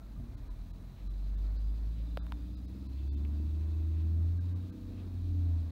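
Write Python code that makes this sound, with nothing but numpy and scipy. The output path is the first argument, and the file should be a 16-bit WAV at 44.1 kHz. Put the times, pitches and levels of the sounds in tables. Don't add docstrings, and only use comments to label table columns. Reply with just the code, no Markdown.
import sys
import numpy as np
from scipy import signal
from scipy.fft import rfft, irfft, next_fast_len
from scipy.io import wavfile

SR = 44100
rng = np.random.default_rng(int(sys.argv[2]) if len(sys.argv) > 2 else 0)


def rack_gain(trim_db):
    fader = np.asarray(trim_db, float)
    return 10 ** (fader / 20)


def int16_out(signal):
    q = np.round(np.clip(np.atleast_2d(signal).T, -1, 1) * 32767)
    wavfile.write(sys.argv[1], SR, q.astype(np.int16))


N = 251811

# (frequency [Hz], density [dB per Hz])
STREET_SPECTRUM = [(18, -40), (30, -3.5), (60, -24.5), (110, -1.5), (150, -9), (200, -6.5), (300, -11.5),
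                   (360, -35)]
STREET_DB = -56.5
# (time [s], pitch [Hz], level [dB])
LOW_DRONE_COURSE = [(0, 50.82, -48), (.5, 49.83, -47), (1, 49.62, -52.5), (1.35, 47.2, -53),
                    (1.7, 47.3, -45), (1.9, 47.25, -50), (2.3, 47.3, -48.5), (2.6, 46.8, -58),
                    (3, 45.7, -63.5), (4.72, 44.95, -62.5), (4.86, 45.73, -47), (5.02, 46, -53),
                    (5.25, 45.6, -43), (5.71, 40.7, -57)]
LOW_DRONE_LEAD_RAD = 1.4
SCUFF_EVERY_S, SCUFF_HALF_S, SCUFF_DB = .999, .053, -71

# (time [s], height [dB], frequency [Hz], decay by 60 dB [s])
BODY_BUMPS = [(0.172, -41.5, 140.4, 0.36), (0.18, -43, 81.4, 0.2), (0.2, -45, 234, 0.16),
              (0.62, -61, 229, 0.14), (2, -56, 530, 0.071), (3.4, -45, 332, 0.058), (0.016, -61, 670, 0.13),
              (0.018, -64, 1367, 0.12), (0.11, -66, 866, 0.23), (0.163, -61, 1205, 0.11),
              (0.205, -47, 100, 0.2), (0.182, -43, 100, 0.3), (0.198, -56, 675, 0.1),
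              (1.445, -63, 1330, 0.1), (4.39, -66, 1600, 0.062)]
# (time [s], signed height [1], ring [Hz], crack [dB], bright edge [dB])
STEEL_TICKS = [
    (2.1731, 0.054, 553, 0, -10),
    (2.267, 0.0028, 1020, 8, 8),
    (2.322, -0.019, 980, 6.5, -7),
    (3.2496, 0.0037, 2320, 5, -19),
    (3.252, 0.0015, 2580, 6, -21),
]
TICK_T60_S = .012

# (start
# [s], end [s], start pitch [Hz], end pitch [Hz], level [dB])
WHISTLES_AND_WHINES = [(.65, 1.0, 3950, 3960, -83), (1.04, 1.3, 3950, 4010, -76.5), (1.28, 1.45, 3990, 4030, -80),
                       (1.6, 1.72, 4020, 4040, -80), (1.89, 2.32, 3980, 4000, -78), (1.54, 1.8, 4830, 4800, -79),
                       (1.1, 1.55, 4750, 4780, -85), (1.78, 2.25, 4820, 4780, -83), (1.24, 1.5, 3530, 3540, -82),
                       (1.66, 1.76, 3520, 3540, -80), (1.93, 2.25, 3740, 3820, -82), (2.36, 2.62, 4790, 4760, -82),
                       (2.84, 3.18, 4640, 4690, -85), (2.98, 3.08, 4900, 4840, -81), (3.32, 3.45, 4720, 4700, -82),
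                       (.25, .62, 4290, 4320, -87), (.1, .7, 3980, 3950, -86), (1.15, 1.5, 4200, 4280, -82),
                       (1.46, 1.63, 4270, 4360, -79), (1.62, 1.95, 4250, 4400, -84), (1.4, 1.95, 4010, 4000, -85),
                       (2.95, 3.3, 3530, 3560, -81), (2.0, 2.62, 3600, 3610, -79.5), (2.5, 2.9, 4990, 5010, -84.5),
                       (2.62, 2.92, 4460, 4500, -85), (2.9, 3.16, 4510, 4540, -83), (2.4, 3.1, 2500, 2620, -85),
                       (2.9, 4.15, 2650, 2550, -83), (4.3, 4.62, 465, 505, -69.5), (4.3, 4.8, 7050, 7150, -95),
                       (-.1, 1.6, 670, 665, -79), (4.85, 5.8, 690, 680, -75), (3.3, 4.25, 640, 620, -79),
               (.05, .95, 950, 985, -82), (3.3, 3.8, 965, 1010, -80), (4.9, 5.7, 970, 960, -82),
               (4.4, 5.2, 1215, 1225, -84), (5.2, 5.75, 1190, 1130, -81), (-.1, .16, 1300, 1370, -83),
               (-.1, .25, 1560, 1570, -85), (4.3, 4.95, 1570, 1560, -83), (4.92, 5.06, 2480, 2650, -82),
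               (4.55, 5.75, 3800, 3900, -86), (2.83, 3.15, 4140, 4210, -80.5), (4.4, 5.7, 2540, 2520, -87),
               (5.05, 5.75, 4250, 4200, -85)]
WHISTLE_WIDTH, WHISTLE_TONE = .01, .7
WHISTLE_BEAT = .25

# (frequency [Hz], width [Hz], level [dB])
BLOCK_MODES = [(2206, 220, -10.5), (2532, 515, -4.5), (3700, 1000, 1.5), (4055, 620, 4.5),
               (4570, 920, -3.5), (5360, 5260, -14)]
# (frequency [Hz], density [dB per Hz])
RUMBLE_SPECTRUM = [(200, -54), (340, 1), (388, -3), (529, -7.5), (649, -4), (733, -9), (1210, -11.5),
                   (1390, -14.5), (1590, -15.5), (2190, -19.5), (2400, -20), (3120, -38), (5280, -120)]
SHADE_S, SHADE_HALF_S, SHADE_DB = 2.75, .41, -1.5

# (frequency [Hz], width [Hz], level [dB])
PIPE_MODES = [(61, 22, 12), (109, 85, 4.5), (171, 58, -2), (218, 27, -2), (264, 26, -14), (300, 28, 2.5),
              (502, 110, -2.5)]
TAKE_UP_S, TAKE_UP_HALF_S, TAKE_UP_DB = .25, .11, 10.5
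# (sixths of the firing rate [1], level
# [dB])
CYLINDER_LINES = [(3, 4.5), (4, -1), (7, 6), (8, -2), (9, 1.5), (10, -5), (11, 5.5), (13, 2), (14, -3.5),
                  (15, 2), (16, -3.5), (20, -2.5), (21, -13.5), (22, -8.5), (26, 1.5), (28, -6), (30, -2.5),
                  (32, -1.5), (34, -3.5), (36, -2.5), (40, -9.5), (42, -2.5), (48, -2.5)]
# (frequency [Hz], level [dB])
PIPE_COLOUR_CURVE = [(20, -101), (35, -79), (50, -66), (75, -67.5), (100, -65.5), (125, -68), (150, -82.5),
                     (175, -70), (225, -67), (255, -64.5), (290, -63), (335, -70), (380, -85), (600, -88.5)]

# (sixths of the firing rate [1], start [s], end [s],
# level [dB])
ORDER_SWELLS = [(12, .2, .75, -52), (12, .6, 2.25, -54), (18, .1, .55, -58), (24, .1, .7, -63),
                (12, 2.45, 3.7, -58), (12, 3.9, 4.8, -53.5), (12, 4.7, 5.9, -58), (18, .5, 1.05, -56.5),
                (18, 1.8, 2.95, -54.5), (18, 3.1, 3.5, -52), (18, 3.4, 4.3, -63), (18, 4.35, 5.9, -56.5),
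                (24, .6, 1.5, -61), (24, 1.55, 1.85, -58), (18, 1.0, 1.8, -66), (30, 3.35, 3.85, -70),
                (32, 4.55, 5.1, -67.5), (24, 2.1, 2.7, -62), (24, 2.7, 3.02, -56), (24, 3.05, 3.56, -53),
                (24, 3.5, 4.3, -56), (30, .45, 1.05, -67), (30, 2.0, 2.3, -65), (30, 2.25, 2.62, -53.5),
                (30, 2.55, 3.3, -63), (24, 4.2, 5.4, -68),
                (26, 1.05, 1.5, -65), (26, 2.7, 3.15, -55.5), (26, 3.15, 3.85, -60), (26, .6, 1.0, -65),
               (28, 2.3, 3.45, -63), (32, 1.9, 2.4, -64), (18.5, .25, .55, -57), (15, .1, .45, -57),
               (22, 3.45, 4.35, -60), (22, 5.42, 5.9, -60), (22, .18, .45, -61), (23, .18, .42, -60),
               (21, .18, .42, -62), (17, 4.2, 4.8, -67), (17, 5.1, 5.7, -66), (15, 2.8, 3.65, -65),
               (21, 1.8, 2.4, -65), (14, 3.75, 4.25, -65), (20, 1.05, 2.3, -65), (20, 2.4, 2.85, -58),
               (20, 3.05, 3.55, -59), (20, 4.05, 5.12, -57.5), (20, 5.2, 5.58, -51.5), (20, 5.45, 5.9, -57),
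               (19, 4.0, 4.3, -64), (21, 5.45, 5.9, -59), (21, 1.05, 1.5, -64), (19, 4.3, 4.7, -59),
               (19, 2.9, 3.4, -62), (16, 3.15, 4.35, -59), (16, 4.5, 5.25, -56), (15, 4.95, 5.55, -64),
               (14, .95, 1.35, -63), (14, 1.65, 2.35, -63), (14, 4.65, 5.1, -60), (13, 3.85, 4.45, -56.5),
               (13, 4.8, 5.25, -59), (11, 1.15, 1.8, -63), (11, 2.1, 2.55, -61), (11, 2.75, 3.45, -64),
               (10, .95, 1.8, -60), (10, 2.4, 3.0, -64), (9, .65, 2.05, -62), (9, 2.15, 3.6, -56),
               (9, 3.75, 4.45, -62), (8, 2.55, 3.0, -59), (7, 2.85, 3.9, -55.5), (7, 4.05, 5.9, -54),
               (4, 2.85, 3.95, -54.5), (4, 4.55, 5.9, -58), (3, 3.45, 4.7, -61)]
SWELL_FADE_S, SWELL_WAVER_DB = .11, 1.4
# (firing rate [Hz], level [dB])
PIPE_BOOM = [(47.7, -30.5), (51, -28.5), (64.3, -41.5), (69.3, -31.5), (78, -31.5), (83, -28),
             (89.3, -34.5), (92.3, -50)]

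# (time [s], firing rate [Hz])
ENGINE_SPEED = [(0, 34.1), (.25, 33.3), (.5, 38.6), (.75, 42.7), (1.125, 47), (1.75, 52.5), (2.45, 59.4),
                (3, 67.8), (3.5, 75.8), (3.75, 78.6), (4.05, 80.3), (4.25, 83.3), (4.4, 86.9), (4.75, 92.2),
                (5, 91.3), (5.375, 86.6), (5.71, 79.9)]
# (time [s], level against full pull [dB])
THROTTLE_COURSE = [(0, -25), (.27, -22.5), (.52, -10.5), (.97, -20), (1.06, -6), (1.25, -3), (4.45, 0),
                   (4.62, 2.5), (4.72, 0.5), (4.85, 4.5), (5.0, 2), (5.13, -3), (5.38, 2.2), (5.55, -0.5),
                   (5.71, -8.5)]
# (level at 60 firings/s [dB], gain per doubling of speed [dB], share of throttle swing [1])
EXHAUST_LOUDNESS = (-51.5, 5.3, 0.025)
RUMBLE_LOUDNESS = (-65, 0.44, 0.0068)
CLATTER_LOUDNESS = (-72, 1, 0.071)

# (frequency [Hz], density [dB per Hz])
HISS_SPECTRUM = [(2940, -27.5), (5000, -13.5), (5910, -9), (6560, -10), (7600, -13.5), (9490, -10.5),
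                 (10500, -15.5), (12300, -9), (13700, -9.5), (15200, -14), (15800, -5), (16200, -25)]
HISS_DB = -77.5
TREBLE_LOSSES = [.363, .4935, .7255, 1.0895, 1.3655, 1.579, 2.210, 2.561, 2.6685, 2.8805, 3.1045, 3.1585,
                 4.3965, 4.545, 4.715]
LONG_LOSSES = [2.210, 3.1045]
LOSS_SAMPLES = 1024
TOP_HZ = 15741


def rms_one(x):
    return x / np.sqrt(np.mean(x ** 2) + 1e-20)


def in_time(rows):
    s, *columns = np.transpose(rows)
    return [np.interp(np.arange(N) / SR, s, c) for c in columns]


def at_hz(points, hz):
    table_hz, table_db = np.transpose(points)
    return np.interp(np.log(hz), np.log(table_hz), table_db)


def bump_in_time(centre_s, half_s):
    return np.exp(-((np.arange(N) / SR - centre_s) / half_s) ** 2)


def drift(rate):
    r = np.exp(-80 * np.pi * rate / SR)
    coarse = rng.standard_normal(N // 40 + 2002)
    slow = signal.lfilter([1], [1, -2 * r, r * r], coarse)[2000:]
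    return np.interp(np.arange(N) / 40, np.arange(len(slow)), rms_one(slow))


def filtered(x, order, hz, kind):
    return signal.sosfilt(signal.butter(order, hz, kind, fs=SR, output="sos"), x)


def resonate(x, hz, width):
    r = np.exp(-np.pi * width / SR)
    poles = [1, -2 * r * np.cos(2 * np.pi * hz / SR), r * r]
    return signal.lfilter([(1 - r * r) / 2, 0, (r * r - 1) / 2], poles, x)


def body(x, modes):
    out = 0
    for k, (hz, width, db) in enumerate(modes):
        out = out + rack_gain(db) * (-1) ** k * resonate(x, hz, width)
    return rms_one(out)


def coloured(spectrum):
    hz, db = np.transpose(spectrum)
    size = next_fast_len(N)
    grid = np.maximum(np.arange(size // 2 + 1) * SR / size, 1)
    gain = rack_gain(np.interp(np.log(grid), np.log(hz), db, left=-90, right=-90))
    return rms_one(irfft(rfft(rng.standard_normal(size)) * gain, size)[:N])


def ring(at_s, hz, t60, turn=0.):
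    t = np.arange(N) / SR - at_s
    decay = (t >= 0) * rack_gain(-60 * np.clip(t, 0, 2) / t60)
    return decay * np.sin(2 * np.pi * hz * t + turn)


def street():
    return rack_gain(STREET_DB) * coloured(STREET_SPECTRUM)


def low_drone():
    hz, db = in_time(LOW_DRONE_COURSE)
    turn = 2 * np.pi * np.cumsum(hz + .7 * drift(3.2)) / SR + LOW_DRONE_LEAD_RAD
    drone = np.sin(turn) + rack_gain(-21) * np.sin(2 * turn)
    return np.sqrt(2) * rack_gain(db + 1.5 * drift(3.2)) * drone


def scuffs():
    t = np.arange(N) / SR
    away = (t + SCUFF_EVERY_S / 2) % SCUFF_EVERY_S - SCUFF_EVERY_S / 2
    swell = (t > .5) * np.cos(np.pi / 2 * np.clip(away / SCUFF_HALF_S, -1, 1))
    rub = rms_one(filtered(rng.standard_normal(N), 2, [1900, 3600], "band"))
    return rack_gain(SCUFF_DB) * swell * rub


def body_bumps():
    return sum(rack_gain(db) * ring(s, hz, t60) for s, db, hz, t60 in BODY_BUMPS)


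def steel_ticks():
    out = 0
    for s, height, hz, crack_db, edge_db in STEEL_TICKS:
        crack = ring(s, 2900, .0011) + 1.08 * ring(s, 1370, .0035) - .19 * ring(s, 5400, .0021)
        edge = ring(s - .00015, 11000, .0005, turn=np.pi / 2)
        struck = rack_gain(crack_db) * crack - ring(s + .00046, hz, TICK_T60_S)
        panel = filtered(struck, 2, [.89 * hz, 5000], "band")
        panel = filtered(panel, 2, 6000, "low")
        out = out + height * (panel + rack_gain(edge_db) * edge)
    return out


def whistles(firings):
    t, out = np.arange(N) / SR, 0
    for start, end, start_hz, end_hz, db in WHISTLES_AND_WHINES:
        width = WHISTLE_WIDTH * start_hz
        fade = np.clip(np.minimum(t - start, end - t) / .035, 0, 1)
        turn = 2 * np.pi * np.cumsum(np.interp(t, [start, end], [start_hz, end_hz])) / SR
        tone = (WHISTLE_TONE + drift(width)) * np.sin(turn) + drift(width) * np.cos(turn)
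        out = out + rack_gain(db - 1.8 + 1.6 * drift(20)) * fade * tone
    return out * (1 + WHISTLE_BEAT * np.cos(2 * np.pi * firings))


def clatter(firings, depth=.088):
    beat = 1 + depth * np.cos(2 * np.pi * firings)
    return body(rng.standard_normal(N) * beat * rack_gain(1.2 * drift(16)), BLOCK_MODES)


def rumble():
    level_db = SHADE_DB * bump_in_time(SHADE_S, SHADE_HALF_S) + 1.0 * drift(4.7)
    return rack_gain(level_db) * coloured(RUMBLE_SPECTRUM)


def exhaust(firings):
    fired = np.flatnonzero(np.diff(np.floor(firings)))
    pulses = np.full(N, 1e-18)
    pulses[fired] = rng.standard_normal(N)[fired]
    return rms_one(filtered(body(pulses, PIPE_MODES), 4, [38, 400], "band"))


def unequal_cylinders(firings, firing_hz, waver_db=4.0):
    out = 0
    for sixths, db in CYLINDER_LINES:
        order = round(sixths) / 6
        level_db = db + at_hz(PIPE_COLOUR_CURVE, order * firing_hz) + waver_db * drift(2.1)
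        turn = 2 * np.pi * order * firings + .45 * drift(5.7) + 2 * np.pi * rng.random()
        out = out + np.sqrt(2) * rack_gain(level_db) * np.sin(turn)
    return out


def order_swells(firings):
    out = np.zeros(N)
    for sixths, start, end, db in ORDER_SWELLS:
        at = np.arange(int(start * SR), min(int(end * SR), N))
        fade = np.clip(np.minimum(at / SR - start, end - at / SR) / SWELL_FADE_S, 0, 1)
        level = np.sqrt(2) * rack_gain(db + SWELL_WAVER_DB * drift(6.0)[at]) * np.sin(np.pi / 2 * fade)
        turn = 2 * np.pi * sixths / 6 * firings[at] + .7 * sixths ** 2 + .25 * drift(5.5)[at]
        out[at] += level * np.sin(turn)
    return out


def firing_hum(firings, firing_hz, throttle_db):
    level = np.sqrt(2) * rack_gain(at_hz(PIPE_BOOM, firing_hz) + throttle_db)
    return level * np.sin(2 * np.pi * firings)


def truck():
    (firing_hz,), (throttle_db,) = in_time(ENGINE_SPEED), in_time(THROTTLE_COURSE)
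    firings = np.cumsum(firing_hz) / SR

    def loudness_db(law):
        db, slope, share = law
        return db + slope * np.log2(firing_hz / 60) + share * throttle_db

    tones = firing_hum(firings, firing_hz, throttle_db) + order_swells(firings)
    pipe_db = loudness_db(EXHAUST_LOUDNESS) + TAKE_UP_DB * bump_in_time(TAKE_UP_S, TAKE_UP_HALF_S)
    pipe = rack_gain(48) * unequal_cylinders(firings, firing_hz) + rack_gain(-7.5) * exhaust(firings)
    noise = rack_gain(loudness_db(RUMBLE_LOUDNESS)) * rumble()
    noise = noise + rack_gain(loudness_db(CLATTER_LOUDNESS)) * clatter(firings)
    return tones + rack_gain(pipe_db) * pipe + noise + whistles(firings)


def scene():
    background = street() + low_drone() + scuffs()
    return (background + body_bumps() + steel_ticks() + truck())[None]


def lose_treble(x):
    out, step = x.copy(), np.arange(-2 * LOSS_SAMPLES, 2 * LOSS_SAMPLES)
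    window = np.cos(np.pi * step / (4 * LOSS_SAMPLES)) ** 2 + 1e-6
    upper = signal.sosfiltfilt(signal.butter(4, 650, "high", fs=SR, output="sos"), x)
    line_hz = np.linspace(0, SR / 2, 2 * LOSS_SAMPLES + 1)
    keep = rack_gain(np.interp(line_hz, [600, 1500, 3000, 3900, 4700, 6000],
                         [-16, -23.5, -26.5, -23, -26, -26]))
    for s in TREBLE_LOSSES:
        at = round(s * SR) + step
        lines = rfft(upper[at] * window)
        change = irfft(lines * np.where(np.abs(lines) < keep, 1, -1.5)) / window
        hold = (s in LONG_LOSSES) * LOSS_SAMPLES * .42
        away = np.clip((np.abs(step) - hold) / (.8 * LOSS_SAMPLES), 0, 1)
        depth = 1 - np.sin(np.pi / 2 * np.sin(np.pi / 2 * away) ** 2)
        out[at] -= depth * change
    return out


def low_pass(x):
    return signal.sosfilt(signal.butter(12, 16380, fs=SR, output="sos"), x)


def record(dry):
    hissy = dry[0] + rack_gain(HISS_DB) * coloured(HISS_SPECTRUM)
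    mix = lose_treble(filtered(hissy, 2, 26, "high"))
    mix = signal.sosfilt(signal.ellip(10, .5, 60, TOP_HZ, fs=SR, output="sos"), mix)
    mix *= np.clip(np.arange(N)[::-1] / (.004 * SR), 0, 1)
    return low_pass(mix[None])


dry = scene()
out = record(dry)
int16_out(out)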